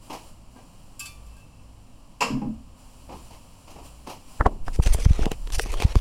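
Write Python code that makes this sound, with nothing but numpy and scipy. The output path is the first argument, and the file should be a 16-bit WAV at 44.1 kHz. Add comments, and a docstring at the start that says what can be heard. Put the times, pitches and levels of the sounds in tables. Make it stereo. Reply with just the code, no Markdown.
"""First a low rumble and thin hiss, rustling cloth and a step; then a porcelain lid clinks, knocks and bumps
down hollowly in a small tiled bathroom. A hand picks up the phone, whose case it thumps, taps and rubs.
The lid sounds by modal synthesis, the steps by decaying noise, the air and cloth by filtered noise.
The finger sounds are pressure pulses, broadband impacts and granular friction, close to two microphones."""
import sys
import numpy as np
from scipy import signal
from scipy.fft import rfft, irfft, next_fast_len
from scipy.io import wavfile
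from scipy.ndimage import uniform_filter1d

SR = 44100
rng = np.random.default_rng(int(sys.argv[2]) if len(sys.argv) > 2 else 0)


def wrap_up_sound(samples):
    """Save the sound to the file named by the first command line argument, as 16-bit audio."""
    columns = np.atleast_2d(samples).T
    # keep every value between -1 and 1, then stretch to whole-number steps
    tamed = np.clip(columns, -1, 1)
    steps = np.round(tamed * 32767).astype(np.int16)
    wavfile.write(sys.argv[1], SR, steps)


N = 264776
T = np.arange(N) / SR


def amp(db):
    """Converts a level in decibels to a linear amplitude ratio."""
    return 10 ** (np.asarray(db) / 20)


def unit(x):
    """Normalises the root mean square to one."""
    return x / np.sqrt(np.mean(x ** 2) + 1e-20)


def read(points, hz):
    """Interpolates a table linearly over logarithmic frequency."""
    f, value = np.transpose(points)
    return np.interp(np.log(hz + 1), np.log(f), value)


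def add(mix, s, sound):
    """Superposes a stereo sound on the mix from time s."""
    part = mix[:, max(round(s * SR), 0):][:, :sound.shape[1]]
    part += sound[:, :part.shape[1]]


def coloured(x, db_at):
    """Zero-phase linear filtering: scales the spectrum by a function from Hz to dB."""
    length = x.shape[-1]
    size = next_fast_len(length)
    gain = amp(db_at(np.fft.rfftfreq(size, 1 / SR)))
    return irfft(rfft(x, size) * gain, size)[..., :length]


def octaves(hz):
    """Logarithmic pitch distance: octaves above 1 kHz, held constant below 100 Hz."""
    return np.log2(np.maximum(hz, 100) / 1000)


def resonance_db(f, hz, width_hz):
    """Resonance curve: the level falls 6 dB at width_hz either side of the centre."""
    return -20 * np.log10(1 + ((f - hz) / width_hz) ** 2)


def stroke(t, length, attack_s, release_s):
    """Movement envelope: linear attack from t = 0, hold, then exponential release."""
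    return np.clip(t / attack_s, 0, 1) * np.exp(-np.maximum(t - length, 0) / release_s)


# still air in the room: [f/Hz, spectral level/dB per Hz]
AIR_COLOUR = [(15, -2.5), (35, -7.5), (70, -16), (110, -15.5), (200, -19), (300, -17), (400, -25.5),
              (700, -23), (1050, -23), (1500, -34.5), (2000, -35), (4500, -34), (10000, -43.5),
              (16000, -53)]
# peaks and a dip in the colour of the rumble and hiss: [f/Hz, width/Hz, level/dB]
AIR_PEAKS_AND_DIP = [(101.4, 3.5, 11), (251.5, 5.3, 8.5), (530, 120, 5.5), (2880, 330, 3), (3430, 130, 2),
                     (6470, 230, -6.5), (7440, 550, 4.5), (9490, 600, 5.5)]


def room_noise():
    """Stationary noise: one coloured spectrum, split at 250 Hz into rumble and hiss."""
    def level_db(f):
        local_db = sum(db * np.exp(-((f - hz) / width) ** 2) for hz, width, db in AIR_PEAKS_AND_DIP)
        return read(AIR_COLOUR, f) + local_db

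    noise = coloured(rng.standard_normal((2, N)), level_db)
    low = signal.sosfiltfilt(signal.butter(4, 250, fs=SR, output="sos"), noise)
    return unit(low), unit(noise - low)


def air(rumble_db=-47.0, hiss_db=-55.5):
    """Superposition of stationary noises: a steady low rumble and a thin hiss."""
    rumble, hiss = room_noise()
    return amp(rumble_db) * rumble + amp(hiss_db) * hiss


# clothing rustles while the body moves: [start t/s, length/s, level/dB]
CLOTH_MOVES = [(0, 0.29, -52), (0.49, 0.92, -59.5), (2.753, 1.76, -56), (3.124, 0.15, -53),
               (3.82, 0.045, -47.5), (4.25, 0.14, -51), (4.629, 1.7, -53)]


def clothing(tilt=2, attack_s=0.036, release_s=0.054):
    """Power addition of movements: cloth hisses with each one, tilt dB per octave brighter than the air."""
    _, hiss = room_noise()
    cloth = unit(coloured(hiss, lambda f: tilt * octaves(f)))
    power = np.zeros(N)
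    for s, length, db in CLOTH_MOVES:
        power += (amp(db) * stroke(T - s, length, attack_s, release_s)) ** 2
    return cloth * np.sqrt(power)


# reverberation of the tiled room: [f/Hz, t60/s]
ROOM = [(100, 0.37), (500, 0.34), (1500, 0.32), (4000, 0.36), (8000, 0.3), (16000, 0.37)]


def tail(colour, tilt):
    """Diffuse reverberation: a burst scattered by the tiles, each band dying at the room's pace."""
    noise = rng.standard_normal((2, SR * 3 // 4))
    noise = unit(coloured(noise, lambda f: read(colour, f) + tilt * octaves(f)))
    hz, t, bands = signal.stft(noise, SR, nperseg=256)
    decay_db = -60 * t / read(ROOM, hz)[:, None]
    return signal.istft(bands * amp(decay_db), SR, nperseg=256)[1][:, :noise.shape[1]]


# steps around the room: [t/s, level/dB, brightness/dB per octave]
STEPS = [(.096, -34.5, .5), (0.554, -49.5, -1.5), (3.088, -38.5, -2), (3.301, -49, 2), (3.672, -47.5, 2),
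         (3.754, -45, -1.5), (4.065, -37, 1.5)]
# a step's noise: [f/Hz, spectral level/dB per Hz]
STEP_COLOUR = [(50, -31), (150, -4), (270, 4.5), (600, 2.5), (950, 2.5), (1500, -17), (2000, -13.5),
               (2800, -13), (3800, -16.5), (5200, -18), (8000, -28.5), (12000, -33), (16000, -45)]
# the sole scuffs just after the heel lands, softer and brighter (tilt in dB per octave)
STEP_RISE_S, SCUFF_DELAY_S, SCUFF_DB, SCUFF_TILT = .009, .027, -2, 1.68


def steps(early=1.0, early_s=0.13):
    """Damped impact in a reverberant field: heel, then sole, noise without ring."""
    out = np.zeros((2, N))
    for s, db, tilt in STEPS:
        heel = tail(STEP_COLOUR, tilt)
        sole = tail(STEP_COLOUR, tilt + SCUFF_TILT)
        t = np.arange(heel.shape[1]) / SR
        shape = amp(db) * np.minimum(t / STEP_RISE_S, 1) * (1 + early * np.exp(-t / early_s))
        add(out, s, shape * heel)
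        add(out, s + SCUFF_DELAY_S, amp(SCUFF_DB) * shape * sole)
    return out


# the floor booms softly as the weight shifts: [crest t/s, level/dB]
WEIGHT_SHIFTS = [(.42, -51.5), (1.27, -45.5), (1.69, -52), (2.57, -46), (3.17, -47), (3.93, -47)]


def floorboards(hz=56, width_hz=5, swell_s=0.17):
    """Single-mode resonance: the floor booms at its own frequency, swelling as the weight shifts."""
    noise = coloured(rng.standard_normal(N), lambda f: resonance_db(f, hz, width_hz))
    # keep the wandering phase, discard the wandering level
    boom = unit(np.cos(np.angle(signal.hilbert(noise))))
    return boom * sum(amp(db) * np.exp(-((T - s) / swell_s) ** 2) for s, db in WEIGHT_SHIFTS)


def struck(blows, modes, colour, ring_db, noise_db, early, early_s, rise_s, spot_db):
    """Modal superposition: each blow rings damped modes, favours some, and excites the near walls and room."""
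    out = np.zeros((2, N))
    hz, mode_db, t60 = np.transpose(modes)[:, :, None]
    for s, db, tilt, spot_hz in blows:
        burst = tail(colour, tilt)
        t = np.arange(burst.shape[1]) / SR
        # the near walls return the first part strongly
        burst *= (1 + early * np.exp(-t / early_s)) * (1 - np.exp(-t / 0.0028))
        favour_db = spot_db * np.exp(-(np.log(hz / spot_hz) / 0.041) ** 2)
        heights = amp(mode_db + tilt * octaves(hz) + favour_db)
        # the spot and brightness redistribute the modes at constant total strength
        heights *= np.linalg.norm(amp(mode_db)) / np.linalg.norm(heights)
        damped = np.exp((2j * np.pi * hz - np.log(1000) / t60) * t)
        ring = (heights * damped).sum(0) * (1 - np.exp(-t / rise_s))
        stereo_ring = np.array([ring.imag, ring.real])
        add(out, s, amp(db) * (amp(ring_db) * stereo_ring + amp(noise_db) * burst))
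    return out


# light touches of the lid: [t/s, level/dB, brightness/dB per octave, favoured f/Hz]
CLINKS = [(.56, -51.5, -14, 1600), (.575, -58.5, -10, 2384), (.993, -29.5, 5, 7230), (1.002, -31, -1, 2610),
          (1.054, -33.5, 0.5, 4451), (1.058, -37.5, -1, 2384), (1.262, -54.5, 4, 2740),
          (1.365, -52, 0, 1600)]
# the lid's ring when lightly touched: [f/Hz, level/dB, t60/s]
CLINK_MODES = [(1165, -11.5, 0.83), (1600, -9.5, 0.2), (2384, -17.5, 0.38), (2610, -10, 0.27),
               (2530, -43, 2.9), (3515, -6.5, 0.31), (4451, -18.5, 0.22), (4660, -12, 0.15),
               (5570, -18, .25), (7100, -11, 0.054), (7460, -6.5, 0.08), (7700, -8, 0.084),
               (9000, -18, 0.13), (11500, -21, 0.17)]
# the sharp noise of such a touch: [f/Hz, spectral level/dB per Hz]
CLINK_COLOUR = [(100, -30), (800, -13), (1200, -2), (1900, -5), (2700, 7.5), (3900, 1), (4700, 6.5),
                (6300, 0.5), (7400, 3), (8600, -1), (10000, 2), (13000, -8), (16000, -19)]


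def lid_clinks():
    """Modal ringing under light contact: porcelain clinks with a sharp noise."""
    return struck(CLINKS, CLINK_MODES, CLINK_COLOUR, ring_db=2.5, noise_db=-10,
                  early=3.1, early_s=0.0049, rise_s=0.0042, spot_db=12)


def lid_slip(start_s=1.24, length_s=0.31, fade_s=.08, level_db=-64.5, hz=2660, width_hz=14):
    """Friction-sustained resonance: sliding on the rim keeps one porcelain mode singing faintly."""
    ring = coloured(rng.standard_normal((2, N)), lambda f: resonance_db(f, hz, width_hz))
    return amp(level_db) * unit(ring) * stroke(T - start_s, length_s, fade_s, fade_s)


# the lid knocks, chatters and settles: [t/s, level/dB, brightness/dB per octave, favoured f/Hz]
KNOCKS = [(2.206, -22, 3.5, 2370), (2.213, -22, 0, 1190), (2.220, -17.5, 0.5, 1000), (2.238, -39, 2, 2660),
          (2.254, -32.5, -12, 5150), (2.415, -37, -4.5, 818)]
# porcelain struck hard: [f/Hz, level/dB, t60/s]
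KNOCK_MODES = [(461, -4, 0.35), (517, 4.5, 0.24), (610, -12, 0.56), (708, -5, 0.12), (817, 2.5, 0.18),
               (961, -7, 0.42), (970, 8, 0.057), (1034, -15, 0.39), (1140, -17.5, 0.3), (1603, -16, 0.39),
               (1890, -9, 0.19), (2240, -27, .21), (2300, -22, 0.25), (2763, -17, 0.21), (2670, -10, 0.3),
               (2720, -10, 0.19), (2970, -20, 0.16), (3040, -26, 0.19), (4890, -27, 0.25),
               (5180, -16, 0.35), (5260, -18, 0.21), (5800, -24, 0.32), (7030, -19, 0.12)]
# the crack of the knock: [f/Hz, spectral level/dB per Hz]
KNOCK_COLOUR = [(60, -31), (250, 1), (600, -27), (1050, 4), (1480, -14.5), (2000, -10.5), (2700, -7),
                (3700, -18), (5200, -12.5), (6200, -23.5), (7200, -17), (8400, -28.5), (13000, -37.5),
                (16000, -60)]


def lid_knocks():
    """Modal ringing under hard impact: a dense porcelain ring with a crack."""
    return struck(KNOCKS, KNOCK_MODES, KNOCK_COLOUR, ring_db=-1.0, noise_db=-5.5,
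                  early=2.7, early_s=0.0043, rise_s=0.0043, spot_db=10.0)


# hollow bumps as the weight comes down: [t/s, level/dB, brightness/dB per octave, favoured f/Hz]
BUMPS = [(2.304, -21.5, 6, 337), (2.332, -21, -4, 135), (2.366, -29, 6.5, 258), (2.418, -24.5, 2, 258),
         (2.447, -23.5, 0.5, 130.7), (2.474, -27, 0, 220)]
# the hollow boom: [f/Hz, level/dB, t60/s]
BUMP_MODES = [(137, -5, 0.258), (221.3, 0.5, 0.33), (258, -2.5, 0.36), (347, -7.5, 0.064), (398, -20, 0.23)]
# its dull thud: [f/Hz, spectral level/dB per Hz]
BUMP_COLOUR = [(30, 1), (80, -28), (150, -12), (260, 8.5), (400, -26), (700, -22), (2000, -51),
               (16000, -94)]


def lid_bumps():
    """Low-order modal resonance: a few low modes give the hollow boom, low noise its thud."""
    return struck(BUMPS, BUMP_MODES, BUMP_COLOUR, ring_db=-1, noise_db=-5.5,
                  early=0.45, early_s=0.025, rise_s=0.0021, spot_db=3.5)


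# the phone swaying in the hand: [f/Hz, spectral level/dB per Hz]
SWAY_COLOUR = [(5, 6), (16, -2), (33, 7), (58, -10), (115, -17), (300, -42), (800, -63), (4000, -100)]
# the hand closes on the phone and sways it from then on, harder while the skin slides
GRAB_S, GRAB_RISE_S, SWAY_DB, SLIDE_SWAY_DB, SLIDE_EASE_S = 4.39, 0.018, -29, -32, 0.02


def hand_sway():
    """Low-frequency random pressure: the hand sways the phone, harder while the skin slides."""
    sway = unit(coloured(rng.standard_normal(N), lambda f: read(SWAY_COLOUR, f)))
    slides = [stroke(T - s, length, SLIDE_EASE_S, SLIDE_EASE_S) for s, length, *_ in RUBS]
    sliding = np.max(slides, axis=0)
    grabbed = np.clip((T - GRAB_S) / GRAB_RISE_S, 0, 1)
    return sway * (amp(SWAY_DB) * grabbed + amp(SLIDE_SWAY_DB) * sliding)


# fingers press and release the phone: [t/s, peak level before port balance/dB, f/Hz]
THUMPS = [(4.41, -12.5, 65), (4.468, -10, 77), (4.797, -5.5, 85), (4.868, -10, 55), (4.909, -10, 26.75),
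          (4.95, -12.5, 40), (5.064, 1, 109), (5.094, -9.5, 31.5), (5.109, -2, 83), (5.218, -12.5, 39.4),
          (5.582, -18.5, 44.3), (5.852, -3, 87), (5.966, -4.5, 70)]


def finger_thumps(skirt=1.08):
    """Bipolar pressure pulse: a finger squeezes the air at the ports and lets go, one push, one pull."""
    pressure = np.zeros(N)
    for s, db, hz in THUMPS:
        u = 2 * np.pi * hz * (s - T)
        pressure += amp(db) * u * np.exp((1 - abs(u) ** skirt) / skirt)
    return pressure


# with the hand around the phone, the right port lags the left: [f/Hz, phase/rad]
PORT_LAG = [(1, -2.5), (30, .5), (60, 0.94), (125, 1.7), (250, 2.2), (450, 2.45), (900, 2.1), (1300, 1.5),
            (16000, -2)]
HELD_S = 4.72


def through_case(x, held=True):
    """Structure-borne transmission: the case feeds both ports; once held, the right is phase-shifted."""
    size = 2 * len(x)
    lag = held * read(PORT_LAG, np.fft.rfftfreq(size, 1 / SR))
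    return np.array([x, irfft(rfft(x, size) * np.exp(-1j * lag))[:len(x)]])


def hand_pressure(left_db=-1, right_db=1):
    """Superposition of pressures: sway and thumps, the ports' phase shift fading in over 50 ms."""
    pressure = hand_sway() + finger_thumps()
    held = np.clip((T - HELD_S) * 20 + .5, 0, 1)
    return (held * through_case(pressure) + (1 - held) * pressure) * amp([[left_db], [right_db]])


def case_blows(blows, pan_db, low_hz, steepness, rattle, lead_s, rattle_s, case_db, scrape_db,
               snap_rattle=0.24, snap_s=0.0015, case_hz=460, case_t60=0.043, scrape_s=0.0061,
               shade_hz=1400):
    """Contact bandwidth: hardness sets the edge of a rattling knock, with case ring, snap and scrape."""
    out = np.zeros((2, N))
    t = np.arange(-SR // 20, SR // 10) / SR
    contact = 1. * (t == 0)
    after = np.maximum(t, 0)
    highpass = signal.butter(1, low_hz, "high", fs=SR, output="sos")
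    snap_band = signal.butter(1, [1600, 5000], "band", fs=SR, output="sos")
    snap_top = signal.butter(1, 12000, fs=SR, output="sos")
    for s, db, edge_hz, snap_db, snap_pan_db in blows:
        # the rattle swells before contact and dies after it
        chatter = rng.standard_normal(len(t)) * np.exp(-abs(t) / np.where(t < 0, lead_s, rattle_s))
        blow = contact + rattle * chatter
        knock = coloured(blow, lambda f: -10 * np.log10(1 + (f / edge_hz) ** steepness))
        knock = signal.sosfilt(highpass, knock)
        case_ring = amp(case_db - 60 * after / case_t60) * np.sin(2 * np.pi * case_hz * after)
        knock = knock / abs(knock).max() + case_ring

        crackle = rng.standard_normal((2, len(t))) * (t > 0) * np.exp(-after / snap_s)
        snap = contact + snap_rattle * crackle
        snap = signal.sosfilt(snap_top, signal.sosfilt(snap_band, snap))

        scrape = rng.standard_normal((2, len(t)))
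        scrape = unit(coloured(scrape, lambda f: read(RUB_COLOUR, f) - 3 * octaves(f)))
        scrape *= amp(scrape_db) * np.exp(-abs(t) / scrape_s)

        dull = amp(db + np.array([[pan_db], [-pan_db]]) / 2) * through_case(knock, s > HELD_S)
        crisp = amp(snap_db) * (snap / abs(snap).max() + scrape)
        # the port farther from the blow loses its treble
        far_db = np.minimum([[snap_pan_db], [-snap_pan_db]], 0)
        add(out, s + t[0], coloured(dull + crisp, lambda f: far_db * f ** 2 / (f ** 2 + shade_hz ** 2)))
    return out


# the phone chatters against its perch as it is lifted:
# [t/s, knock level/dB, upper edge f/Hz, crisp snap level/dB, treble left minus right/dB]
PHONE_KNOCKS = [(4.4103, -2, 1730, -41, 2.5), (4.455, -32, 1900, -39, 8), (4.460, -8, 1840, -32, 7),
                (4.4654, -0.5, 1110, -16.5, 2), (4.472, -9.5, 626, -33, 6), (4.477, -22, 1800, -48, -2),
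                (4.682, -16, 1770, -27.5, 10)]


def phone_knocks():
    """Chattering contact: the phone rocks on its perch around each knock, nearer the left port."""
    return case_blows(PHONE_KNOCKS, pan_db=7.5, low_hz=90, steepness=21.4, rattle=0.053,
                      lead_s=0.0039, rattle_s=0.0059, case_db=-25, scrape_db=-14)


def knock_echo(room_db=-28, tilt=-5.5):
    """Diffuse reflection: the tiles return the phone's knocks as a dull wash."""
    out = np.zeros((2, N))
    for s, db, *_ in PHONE_KNOCKS:
        add(out, s, amp(db + room_db) * tail(STEP_COLOUR, tilt))
    return out


# skin slides over the right microphone: [start t/s, length/s, level/dB, brightness/dB per octave]
RUBS = [(4.66, 0.02, -42, -1), (4.727, 0.034, -41.5, 3), (4.82, 0.022, -29.5, 2), (4.837, .09, -35, -0.5),
        (4.857, 0.02, -27.5, -.5), (4.93, 0.0099, -22, 6.5), (4.953, .29, -37, -1),
        (4.993, 0.063, -35, 1.5), (5.185, 0.1, -35, -6), (5.311, 0.02, -35, -2), (5.521, 0.037, -27, 2.3),
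        (5.581, 0.048, -33, 6), (5.633, .295, -36, -1.5), (5.716, 0.029, -38, 5.5),
        (5.796, 0.044, -27.5, -1.5), (5.959, 0.031, -35, 1)]
# skin on the case: [f/Hz, spectral level/dB per Hz]
RUB_COLOUR = [(100, -24), (450, 10), (850, 6), (1500, 0), (1900, 3), (2600, 7.5), (4000, 0.5), (5800, 2.5),
              (7500, -2.5), (9600, -4), (12000, -12.5), (15000, -20), (16500, -41)]
# how much of it reaches the left microphone: [f/Hz, level/dB]
RUB_LEFT = [(400, -1.5), (1000, -11.5), (2500, -24), (16000, -21)]


def rubbing(grain_db=4.5, flutter_db=3, patchy_db=3, attack_s=0.004, release_s=0.0086):
    """Stick-slip friction: skin sheds tiny grains, the changing gap under the finger colours them."""
    out = np.zeros((2, N))
    t = np.arange(SR // 2) / SR
    for s, length, db, tilt in RUBS:
        grains = rng.standard_normal(len(t))
        flutter = unit(uniform_filter1d(rng.standard_normal(len(t)), size=260))
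        sizes_db = grain_db * grains + flutter_db * flutter
        friction = rng.standard_normal((2, len(t))) * amp(sizes_db)
        friction = unit(coloured(friction, lambda f: read(RUB_COLOUR, f) + tilt * octaves(f)))
        add(out, s, amp(db) * friction * stroke(t, length, attack_s, release_s))
    bands = signal.stft(out, nperseg=512)[2]
    # random gains smoothed over frequency, then time
    patches = uniform_filter1d(rng.standard_normal(bands.shape[1:]), size=7, axis=0)
    patches = unit(uniform_filter1d(patches, size=9, axis=1))
    left, right = signal.istft(bands * amp(patchy_db * patches - 1), nperseg=512)[1][:, :N]
    return np.array([coloured(left, lambda f: read(RUB_LEFT, f)), right])


# fingertips tap the case:
# [t/s, knock level/dB, upper edge f/Hz, crisp snap level/dB, treble left minus right/dB]
TAPS = [(4.79, -11.5, 615, -51, 10), (4.8, -13.5, 850, -38, 1), (4.863, -18, 900, -12, -13),
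        (4.873, -17, 1070, -8.5, -20), (4.947, -10.5, 673, -24, -4), (4.987, -18, 600, -41, -13),
        (5.0555, -13.5, 1600, -44, -15), (5.193, -7.5, 575, -29, 9), (5.232, -17, 1600, -29, -4),
        (5.257, -14, 900, -15, 1), (5.266, -4, 600, -34, 14), (5.317, -9, 720, -12.5, -3),
        (5.474, -27, 2690, -22.5, -25), (5.503, -26.5, 1190, -22, -27), (5.596, -3, 2020, -4, -31),
        (5.660, -19.5, 880, -23, -23), (5.740, -14.5, 1010, -20.5, 7), (5.802, -14.5, 980, -17, -8),
        (5.823, -10, 980, -6.5, -21), (5.956, -4, 1030, -12, -19)]
# the skin catches in faint ticks as it slides; the spread applies either way to knock and snap
CATCH_DB, CATCH_SPREAD_DB, CATCH_EDGE_HZ, CATCH_SNAP_DB, CATCH_PAN_DB = -54, 12, 1200, -28.5, -18


def fingertips(count=12):
    """Short-contact impacts: firm taps and random faint catches of the rub, nearer the right port."""
    start, length = np.transpose(RUBS)[:2]
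    catches = []
    for which, when, size in rng.random((count, 3)):
        # longer rubs catch more often
        k = np.searchsorted(np.cumsum(length), which * length.sum())
        s = start[k] + when * length[k]
        extra_db = CATCH_SPREAD_DB * (2 * size - 1)
        catches.append((s, CATCH_DB + extra_db, CATCH_EDGE_HZ, CATCH_SNAP_DB + extra_db, CATCH_PAN_DB))
    return case_blows(TAPS + catches, pan_db=-3.5, low_hz=167, steepness=8.7, rattle=0.19,
                      lead_s=0.00023, rattle_s=0.0015, case_db=-10.5, scrape_db=-18)


# likeness of the two microphones for sound from the room: [f/Hz, correlation]
LIKENESS = [(60, 0.98), (180, 0.93), (430, -0.5), (700, 0.019), (1100, 0.51), (1450, -0.045), (2050, -0.55),
            (2550, 0.92), (3000, 0.68), (3500, -0.87), (4000, -0.37), (4800, 0.11), (6000, 0.35),
            (7000, 0.93), (12000, 1)]
# the share that reaches the right microphone a quarter cycle early: [f/Hz, correlation]
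RIGHT_LEAD = [(60, -0.34), (260, 0.69), (550, -0.12), (850, 0.46), (1500, -0.43), (2400, -0.04)]


def microphones(x, right_db=-1):
    """Interchannel coherence: two ports hear the room alike in some bands and opposed in others."""
    a, b = rfft(x, 2 * N)
    hz = np.fft.rfftfreq(2 * N, 1 / SR)
    same = read(LIKENESS, hz) + 1j * read(RIGHT_LEAD, hz)
    same /= np.maximum(abs(same), 1)
    independent = np.sqrt(abs(1 - abs(same) ** 2))
    right = amp(right_db) * (same * a + independent * b)
    return irfft(np.array([a, right]))[:, :N]


def scene():
    """Superposition of paths: the room through the air, the hand through the case."""
    lid = lid_clinks() + lid_slip() + lid_knocks() + lid_bumps()
    room = microphones(air() + clothing() + steps() + lid + knock_echo()) + floorboards()
    return room + hand_pressure() + phone_knocks() + rubbing() + fingertips()


def record(dry, limit_db=-3, recovery_db=90, ceiling=0.94, cutoff_hz=16500):
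    """Peak limiting: loud peaks duck the level, which then recovers; crests round off, the band ends steeply."""
    # the held overshoot falls by recovery_db each second
    fall = T * recovery_db
    peak_db = 20 * np.log10(abs(dry).max(0) + 1e-9)
    over_db = np.maximum(np.maximum.accumulate(peak_db + fall) - fall - limit_db, 0)
    # only part of the overshoot is taken off
    held = dry * amp(-.6 * uniform_filter1d(over_db, size=64))
    held = held / (1 + (held / ceiling) ** 8) ** (1 / 8)
    lowpass = signal.firwin(511, cutoff_hz, window=("kaiser", 9), fs=SR)
    return signal.oaconvolve(held, lowpass[None], "same", axes=1)


dry = scene()
out = record(dry)
wrap_up_sound(out)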